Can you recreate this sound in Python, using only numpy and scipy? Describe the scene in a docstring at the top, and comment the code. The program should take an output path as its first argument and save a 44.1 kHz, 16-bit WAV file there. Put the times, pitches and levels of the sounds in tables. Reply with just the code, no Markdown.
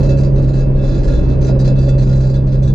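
"""Inside a car on a highway, 2.7 seconds: from the start, sine waves make the engine's drone, and filtered
noise makes the rumble and roar of road and wind, with hollow tones on the right. A loose exhaust pipe
drags on the asphalt: each touch is a burst of random clicks that rasps and rings the steel, and the
ringing carries over the gaps. Dull knocks, fading sine waves, join from 0.4 s. From 0.9 to 1.5 s
a low boom, a gliding sine wave that is only faint before, swells, climbs in pitch and fades."""
import sys
import numpy as np
from scipy import signal
from scipy.fft import rfft, irfft
from scipy.io import wavfile
from scipy.ndimage import uniform_filter1d, minimum_filter1d

SR = 44100
rng = np.random.default_rng(int(sys.argv[2]) if len(sys.argv) > 2 else 0)


def unload_wav(signal):
    """Save mono or channel-first audio to the path in sys.argv[1] as 16-bit WAV at rate SR, clipped to [-1, 1]."""
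    wavfile.write(
        sys.argv[1],
        SR,
        np.round(np.clip(np.atleast_2d(signal).T, -1, 1) * 32767).astype(np.int16),
    )


N = 120834
TIME = np.arange(N) / SR  # seconds
FREQS = np.maximum(np.fft.rfftfreq(N, 1 / SR), 1)  # Hz


def from_db(db):
    """Turn decibels into a gain."""
    return 10 ** (np.asarray(db) / 20)


def rms_one(x):
    """Scale a signal to an average power of 1."""
    return x / np.sqrt(np.mean(x ** 2) + 1e-20)


def in_time(rows):
    """Join the table's columns by straight lines in time."""
    seconds, *columns = np.transpose(rows)
    return [np.interp(TIME, seconds, column) for column in columns]


def in_frequency(rows):
    """Join the table's columns by straight lines over log frequency."""
    hz, *columns = np.transpose(rows)
    return [np.interp(np.log(FREQS), np.log(hz), column) for column in columns]


def drift(rate_hz):
    """Smooth random wandering of rms 1; a higher rate wanders faster."""
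    step = 40  # samples between the random values
    r = np.exp(-2 * np.pi * rate_hz * step / SR)
    noise = rng.standard_normal(N // step + 2002)
    slow = signal.lfilter([1], [1, -2 * r, r * r], noise)[2000:]  # skip the filter's start-up
    return np.interp(np.arange(N) / step, np.arange(len(slow)), rms_one(slow))


def pan(db):
    """Left and right gains of equal total power; positive dB leans left."""
    gains = from_db(np.vstack([db / 2, -db / 2]))
    return gains / np.sqrt(np.mean(gains ** 2, axis=0))


def widen(mid, side, share):
    """Make left and right from a common and an opposed part."""
    return np.array([mid + share * side, mid - share * side]) / np.sqrt(1 + share ** 2)


def decay_per_sample(t60_s):
    """Factor by which a ring shrinks each sample, to fall 60 dB in t60_s seconds."""
    return np.exp(-np.log(1000) / (t60_s * SR))


def resonate(x, hz, t60_s):
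    """Pass sound through one resonance that has a gain of 1 at its top."""
    r = decay_per_sample(t60_s)
    feed = np.array([1, 0, -1]) * (1 - r * r) / 2
    return signal.lfilter(feed, [1, -2 * r * np.cos(2 * np.pi * hz / SR), r * r], x)


MUFFLE_HZ = 1100


def muffle(x):
    """The car's body keeps the treble of low sounds out."""
    lowpass = signal.butter(2, MUFFLE_HZ, fs=SR, output="sos")
    return signal.sosfilt(lowpass, x + 1e-18)


ATTACK_S, RELEASE_S = 0.0037, 0.011
GRAZE_DB = -20  # light force that is always there, also between touches
CHATTER_DB, CHATTER_RATE_HZ = 2.5, 330
# The pipe touches the road. Each row: start in seconds, length in seconds,
# force in dB before the chatter, extra treble of the ringing in dB.
SCRAPES = [(0.0, 0.0043, 1, -1.5), (0.025, .042, 2, -0.5), (0.086, 0.027, 5.5, -1.5),
           (0.166, 0.041, -2.5, 2.5), (0.23, 0.022, -1, 1.5), (0.353, 0.037, -4.5, -3.5),
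           (0.418, 0.024, -3.5, -1.5), (0.473, 0.018, -2.5, -1.5), (0.53, 0.045, -1.5, -2.5),
           (0.58, 0.027, -1, -0.5), (0.754, 0.015, -6, -8.5), (0.78, 0.027, -9.5, -6),
           (0.82, 0.034, -1.5, -1.5), (0.861, 0.083, -4.5, -2.5), (0.925, .03, -6, -3.5),
           (0.957, 0.044, -4, 0), (1.03, 0.027, -6.5, 5.5), (1.07, 0.044, 1, -5), (1.118, 0.035, -2, -2.5),
           (1.157, 0.04, -2.5, -4), (1.223, 0.024, -5, -4.5), (1.283, 0.041, -5.5, -4),
           (1.407, 0.029, -1.5, -0.5), (1.443, 0.047, 2.5, -1.5), (1.588, 0.021, 5, 0),
           (1.644, 0.033, 5.5, -1.5), (1.752, 0.028, -0.5, -6), (1.777, 0.038, -6, 5),
           (1.826, 0.042, -3, -2.5), (1.879, 0.014, 4.5, -1.5), (1.978, 0.045, 0, 0.5),
           (2.022, 0.0048, -6, 11), (2.065, 0.053, -2, 0.5), (2.125, 0.0081, 0, -1), (2.144, 0.034, -5, 3),
           (2.197, 0.038, 0, 0.5), (2.242, 0.048, -7.5, 3.5), (2.294, 0.015, -7.5, -0.5),
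           (2.336, 0.021, -0.5, -3), (2.469, 0.014, -4, -3), (2.516, 0.031, -6.5, -3.5),
           (2.622, 0.029, 1.5, -0.5), (2.671, 0.01, 1.5, -0.5)]


def contact():
    """Force of the pipe on the road, and the extra treble of the touches weighted by force."""
    force = np.full(N, from_db(GRAZE_DB))
    treble = np.zeros(N)
    for start, length, db, treble_db in SCRAPES:
        age = TIME - start
        attack = np.clip(age / ATTACK_S, 0, 1)
        release = np.exp(-np.maximum(age - length, 0) / RELEASE_S)
        touch = from_db(db) * attack * release
        force = force + touch
        treble = treble + touch * treble_db
    chatter = from_db(CHATTER_DB * (drift(CHATTER_RATE_HZ) - 1.0))
    return force * chatter, treble / force


GRIT_PER_S, GRIT_SPREAD_DB = 3000, 4.7


def grit():
    """Tiny impacts of the asphalt's stones on the steel: clicks of random size, sign and moment."""
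    size_db = GRIT_SPREAD_DB * np.minimum(rng.exponential(1, N), 4)
    clicks = from_db(size_db) * rng.choice([-1, 1], N)
    return rms_one(clicks * (rng.random(N) < GRIT_PER_S / SR))


RASP_DB = 45.5  # added to the whole table below
RASP_T60_S, RASP_DIRECT = 0.013, 0.4  # short ring, and share of bare contact noise
COLOUR_DB, COLOUR_OCTAVES, COLOUR_RATE_HZ = 5, 0.7, 9  # wandering bands and how far apart they repeat
# Tone of the bare contact. Each row: frequency in Hz, relative level in dB.
RASP = [(600, -82), (1100, -94.5), (1500, -76), (1900, -83.5), (2700, -83.5), (3100, -86), (4200, -83),
        (5300, -87.5), (6200, -86.5), (7400, -93), (8600, -110), (12800, -120), (15500, -145)]


def rasp(drive):
    """Contact noise and its short ring in many weak steel modes; its colour shifts as the pipe rolls."""
    # fading noise stands for the crowd of modes, different on each side
    crowd = rng.standard_normal((2, N)) * from_db(-60 * TIME / RASP_T60_S)
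    response = RASP_DIRECT + rfft(crowd / np.linalg.norm(crowd[0]))
    spectrum = rfft(drive) * response * from_db(RASP_DB + in_frequency(RASP)[0])
    out = 0
    for shift in np.linspace(0, 2 * np.pi, 3, endpoint=False):
        # three interleaved sets of bands that together add up to the whole
        bands = (1 + np.cos(2 * np.pi * np.log2(FREQS) / COLOUR_OCTAVES + shift)) / 3
        colour = rms_one(from_db(COLOUR_DB * drift(COLOUR_RATE_HZ)))
        out = out + irfft(spectrum * bands, N) * colour
    return out


RING_STEADINESS = 0.72  # 0 leaves the swing as it falls, 1 holds it at what the force can sustain
MODE_PHASE_RAD = 1.19  # phase between left and right


def ring_mode(stones, force, hz, t60_s):
    """One pipe mode, fed by grit near its pitch; friction keeps its swing near what the force sustains."""
    # run in for half the length first, so that it already rings at the start
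    lead_force = np.full(N - N // 2, np.sqrt(np.mean(force ** 2)))
    force = np.concatenate([lead_force, force])
    stones = np.tile(stones, 2)[N // 2:]
    near_pitch = signal.butter(2, [hz / 1.15, hz * 1.15], "band", fs=SR, output="sos")
    push = signal.sosfilt(near_pitch, stones * force)

    r = decay_per_sample(t60_s)
    feed = 2 * (1 - r)
    swing = signal.lfilter([feed], [1, -r * np.exp(2j * np.pi * hz / SR)], push)[-N:]
    sustained = signal.lfilter([feed ** 2], [1, -r * r], force ** 2)[-N:]
    goal, power = uniform_filter1d(np.array([sustained, np.abs(swing) ** 2]), size=1800, axis=1)
    swing = swing * np.sqrt(np.abs(goal) / (np.abs(power) + 1e-20)) ** RING_STEADINESS

    offset = MODE_PHASE_RAD * rng.choice([-1, 1]) * np.array([[.5], [-.5]])
    phase = 2 * np.pi * rng.random() + offset
    return np.real(swing * np.exp(1j * phase))


RING_DB = 48.5  # added to every mode
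MODE_WANDER_DB, MODE_WANDER_RATE_HZ = 3, 9
# extra treble is full this far above the pivot, and reversed as far below it
TREBLE_PIVOT_HZ, TREBLE_OCTAVES = 4240, 0.21
SWELL_WIDTH_HZ = 200  # a swell reaches modes closer than this
# Strong rings swell and fade. Each row: centre in Hz, then a curve of points,
# each point: time in seconds, level change in dB.
RING_SWELLS = [(2620, [(0, 6.5), (.5, 0), (1.1, -2), (1.33, 2.5), (1.6, 0), (2.5, -3)]), (3520, [(0, 4.5),
               (.55, -5.5), (.88, 4), (1.55, -4), (1.9, 9.5), (2.05, -0.5), (2.5, 5)])]
# The ringing tones of the steel pipe. Each row: frequency in Hz, relative level in dB,
# time to fade by 60 dB in seconds, left minus right in dB.
PIPE_MODES = [(1410, -66, .22, -5), (1647, -67, .28, 1), (2567, -70.5, .6, -3), (2643, -62, .6, 1),
              (3520, -71, .22, -3), (3811, -73.5, .15, -1), (3940, -70, .22, -1), (4139, -70, .22, 1),
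              (4220, -70.5, .14, 2), (4694, -66, .28, -2), (4914, -74, .15, 4), (4979, -66.5, .2, 5),
              (5485, -76, .13, 8), (5770, -78, .07, 7), (6115, -77, .06, 3), (6573, -74.5, .17, -3),
              (6765, -76, .15, -1), (7132, -76.5, .15, 2), (7262, -78, .13, 7), (7816, -87, .04, 0),
              (9000, -90, .06, -3), (9750, -92.5, .06, 5), (10454, -97, .06, -4), (11181, -98, .06, -3)]


def pipe_ringing(stones, force, treble_db):
    """The steel pipe rings in its own tones, each wandering in how strongly the grit drives it."""
    out = 0
    for hz, db, t60_s, pan_db in PIPE_MODES:
        tilt = np.clip(np.log2(hz / TREBLE_PIVOT_HZ) / TREBLE_OCTAVES, -1, 1)
        swell_db = 0
        for centre_hz, curve in RING_SWELLS:
            if abs(hz - centre_hz) < SWELL_WIDTH_HZ:
                swell_db = swell_db + in_time(curve)[0]
        wander = rms_one(from_db(MODE_WANDER_DB * drift(MODE_WANDER_RATE_HZ)))
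        coupling = wander * from_db(RING_DB + db + swell_db + tilt * treble_db)
        out = out + pan(pan_db) * ring_mode(stones, force * coupling, hz, t60_s)
    return out


SCRAPE_WIDTH = 0.18  # share of the rasp's grit that is opposed in left and right


def exhaust():
    """Grit under the contact force rasps on the pipe and makes it ring."""
    force, treble_db = contact()
    stones = grit()
    scrape = rasp(force * widen(stones, grit(), SCRAPE_WIDTH))
    return scrape + pipe_ringing(stones, force, treble_db)


ENGINE_WAVER_DB, ENGINE_WAVER_RATE_HZ = 1.5, 5.2
ENGINE_PAN_DB = -1.2  # left minus right
# Engine speed. Each row: time in seconds, firing rate in Hz.
FIRING = [(0, 67.86), (1.3, 65.96), (2.74, 66.17)]
# Engine loudness. Each row: time in seconds, level in dB.
ENGINE = [(0, -13.5), (.1, -11.5), (.5, -13.5), (.8, -15.5), (1.03, -16.5), (1.16, -23.5), (1.26, -15),
          (1.42, -14.5), (1.55, -11), (1.8, -9.5), (2.2, -11.5), (2.5, -14), (2.74, -11)]
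# The engine's tones. Each row: multiple of the firing rate, relative level in dB.
ENGINE_ORDERS = [(1, -10), (2, 0), (3, -14), (4, -28.5), (5, -27.5), (6, -24.5)]


def engine():
    """Sine waves at multiples of the firing rate; all but the second also waver on their own."""
    firing_hz, level_db = in_time(FIRING) + in_time(ENGINE)
    turns = np.cumsum(firing_hz) / SR  # firings so far
    out = 0
    for order, db in ENGINE_ORDERS:
        waver_db = 0 if order == 2 else ENGINE_WAVER_DB
        level = from_db(db + waver_db * drift(ENGINE_WAVER_RATE_HZ))
        out = out + level * np.sin(2 * np.pi * (order * turns + rng.random()))
    return pan(ENGINE_PAN_DB) * np.sqrt(2) * from_db(level_db) * out


ROAR_ABOVE_HZ = 130  # rumble below, roar above
# Tone of road and wind in the cabin, before the level changes.
# Each row: frequency in Hz, level in dB per Hz.
ROAD = [(12, -57.5), (22, -37.5), (30, -28.5), (44, -29), (58, -42), (80, -43), (160, -44), (200, -52),
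        (255, -47.5), (350, -49.5), (470, -56), (560, -50.5), (630, -59), (710, -68), (1000, -71.5),
        (1250, -77.5), (3000, -93.5), (6000, -108), (9000, -128), (15500, -150)]
# Left against right. Each row: frequency in Hz, share of opposed sound, left minus right in dB.
CABIN_IMAGE = [(29.8, 0.03, 1.5), (77, 0.025, -4), (300, 0.69, -1), (467, 0.42, 0), (617, 0.23, -12.5),
               (850, 1, -11.5), (1210, 1, -2.5), (2200, 0.49, 1)]
# Level changes. Each row: time in seconds, tyre roar in dB, deep rumble in dB.
ROAR = [(0, 5.5, 0), (.2, 3, -0.5), (.55, 1, 0), (1.15, 3, 1), (1.5, 3.5, -1.5), (2.0, 2, 1.5),
        (2.3, -2, -3), (2.74, -0.5, 0)]


def road():
    """Shaped noise: a deep, evened-out rumble of the body under the slowly changing roar of the tyres."""
    share, pan_db = in_frequency(CABIN_IMAGE)
    mid, side = rfft(rng.standard_normal((2, N)))
    noise = widen(mid, side, share) * pan(pan_db)
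    noise = noise * from_db(in_frequency(ROAD)[0]) * np.sqrt(SR / 2)
    low = 1 / (1 + (FREQS / ROAR_ABOVE_HZ) ** 4)
    rumble = irfft(noise * low, N)
    roar = irfft(noise * (1 - low), N)
    swell = np.sqrt(uniform_filter1d(np.mean(rumble ** 2, axis=0), size=4000))
    even_rumble = rumble / rms_one(swell)
    roar_db, rumble_db = in_time(ROAR)
    return from_db(rumble_db) * even_rumble + from_db(roar_db) * roar


HOLLOW_PAN_DB = -9  # left minus right, so it leans right
# Swelling and fading. Each row: time in seconds, level in dB.
HOLLOW = [(0, 8.5), (.15, -0.5), (.4, -8), (.75, -16), (1.1, -3.5), (1.38, -17.5), (1.5, 7), (1.62, 2),
          (1.95, -2), (2.3, 7), (2.38, -30), (2.74, -8)]
# The hollow tones. Each row: frequency in Hz, relative level in dB at the top,
# time to fade by 60 dB in seconds.
HOLLOW_MODES = [(549.5, -49.5, 0.36), (546, -50.5, 0.19), (571, -49.5, 0.68)]


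def hollow():
    """Road noise swells and fades in a few hollow resonances, louder on the right."""
    noise = muffle(rng.standard_normal(N)) * np.sqrt(SR / 2) * from_db(in_time(HOLLOW)[0])
    tones = sum(from_db(db) * resonate(noise, hz, t60_s) for hz, db, t60_s in HOLLOW_MODES)
    return pan(HOLLOW_PAN_DB) * tones


# The gliding boom; the first and last values hold outside these times.
# Each row: time in seconds, frequency in Hz, level in dB.
BOOM = [(.92, 40.32, -27.5), (1.06, 43.84, -14.5), (1.22, 64.3, -16), (1.38, 72.5, -16), (1.48, 71, -37)]


def boom():
    """A low boom in the cabin: one sine wave that glides in pitch and level."""
    hz, db = in_time(BOOM)
    turns = np.cumsum(hz) / SR + rng.random()
    return np.sqrt(2) * from_db(db) * np.sin(2 * np.pi * turns)


KNOCK_HZ, KNOCK_T60_S = 548, 0.069
# Dull knocks. Each row: start in seconds, starting level in dB before muffling and panning.
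KNOCKS = [(.375, -17), (.838, -16.5), (1.497, -11), (1.677, -13), (1.878, -14.5)]


def knocks():
    """Hard landings thump the hollow body of the exhaust: fading sine waves, louder on the right."""
    out = 0
    for start, db in KNOCKS:
        age = np.maximum(TIME - start, 0)  # zero, so silent, before the start
        fade = from_db(db - 60 * age / KNOCK_T60_S)
        out = out + fade * np.sin(2 * np.pi * KNOCK_HZ * age)
    return pan(HOLLOW_PAN_DB) * muffle(out)


def scene():
    """Add up everything heard in the cabin, in stereo."""
    return exhaust() + engine() + road() + hollow() + boom() + knocks()


LIMIT_DB, LIMIT_RELEASE_DB_PER_S = -2.5, 64
CUTOFF_HZ = 15700


def record(dry):
    """A limiter holds the peaks down and lets go slowly, then the top of the treble is cut."""
    peak_db = 20 * np.log10(np.abs(dry).max(axis=0) + 1e-9)
    over_db = np.maximum(peak_db - LIMIT_DB, 0)
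    ramp_db = LIMIT_RELEASE_DB_PER_S * TIME
    gain_db = ramp_db - np.maximum.accumulate(over_db + ramp_db)
    # turn down a little ahead of each peak, and smoothly
    gain_db = minimum_filter1d(gain_db, size=300)
    gain_db = uniform_filter1d(uniform_filter1d(gain_db, size=200), size=200)
    treble_cut = signal.cheby2(12, 70, CUTOFF_HZ, fs=SR, output="sos")
    return signal.sosfilt(treble_cut, dry * from_db(gain_db))


dry = scene()
out = record(dry)
unload_wav(out)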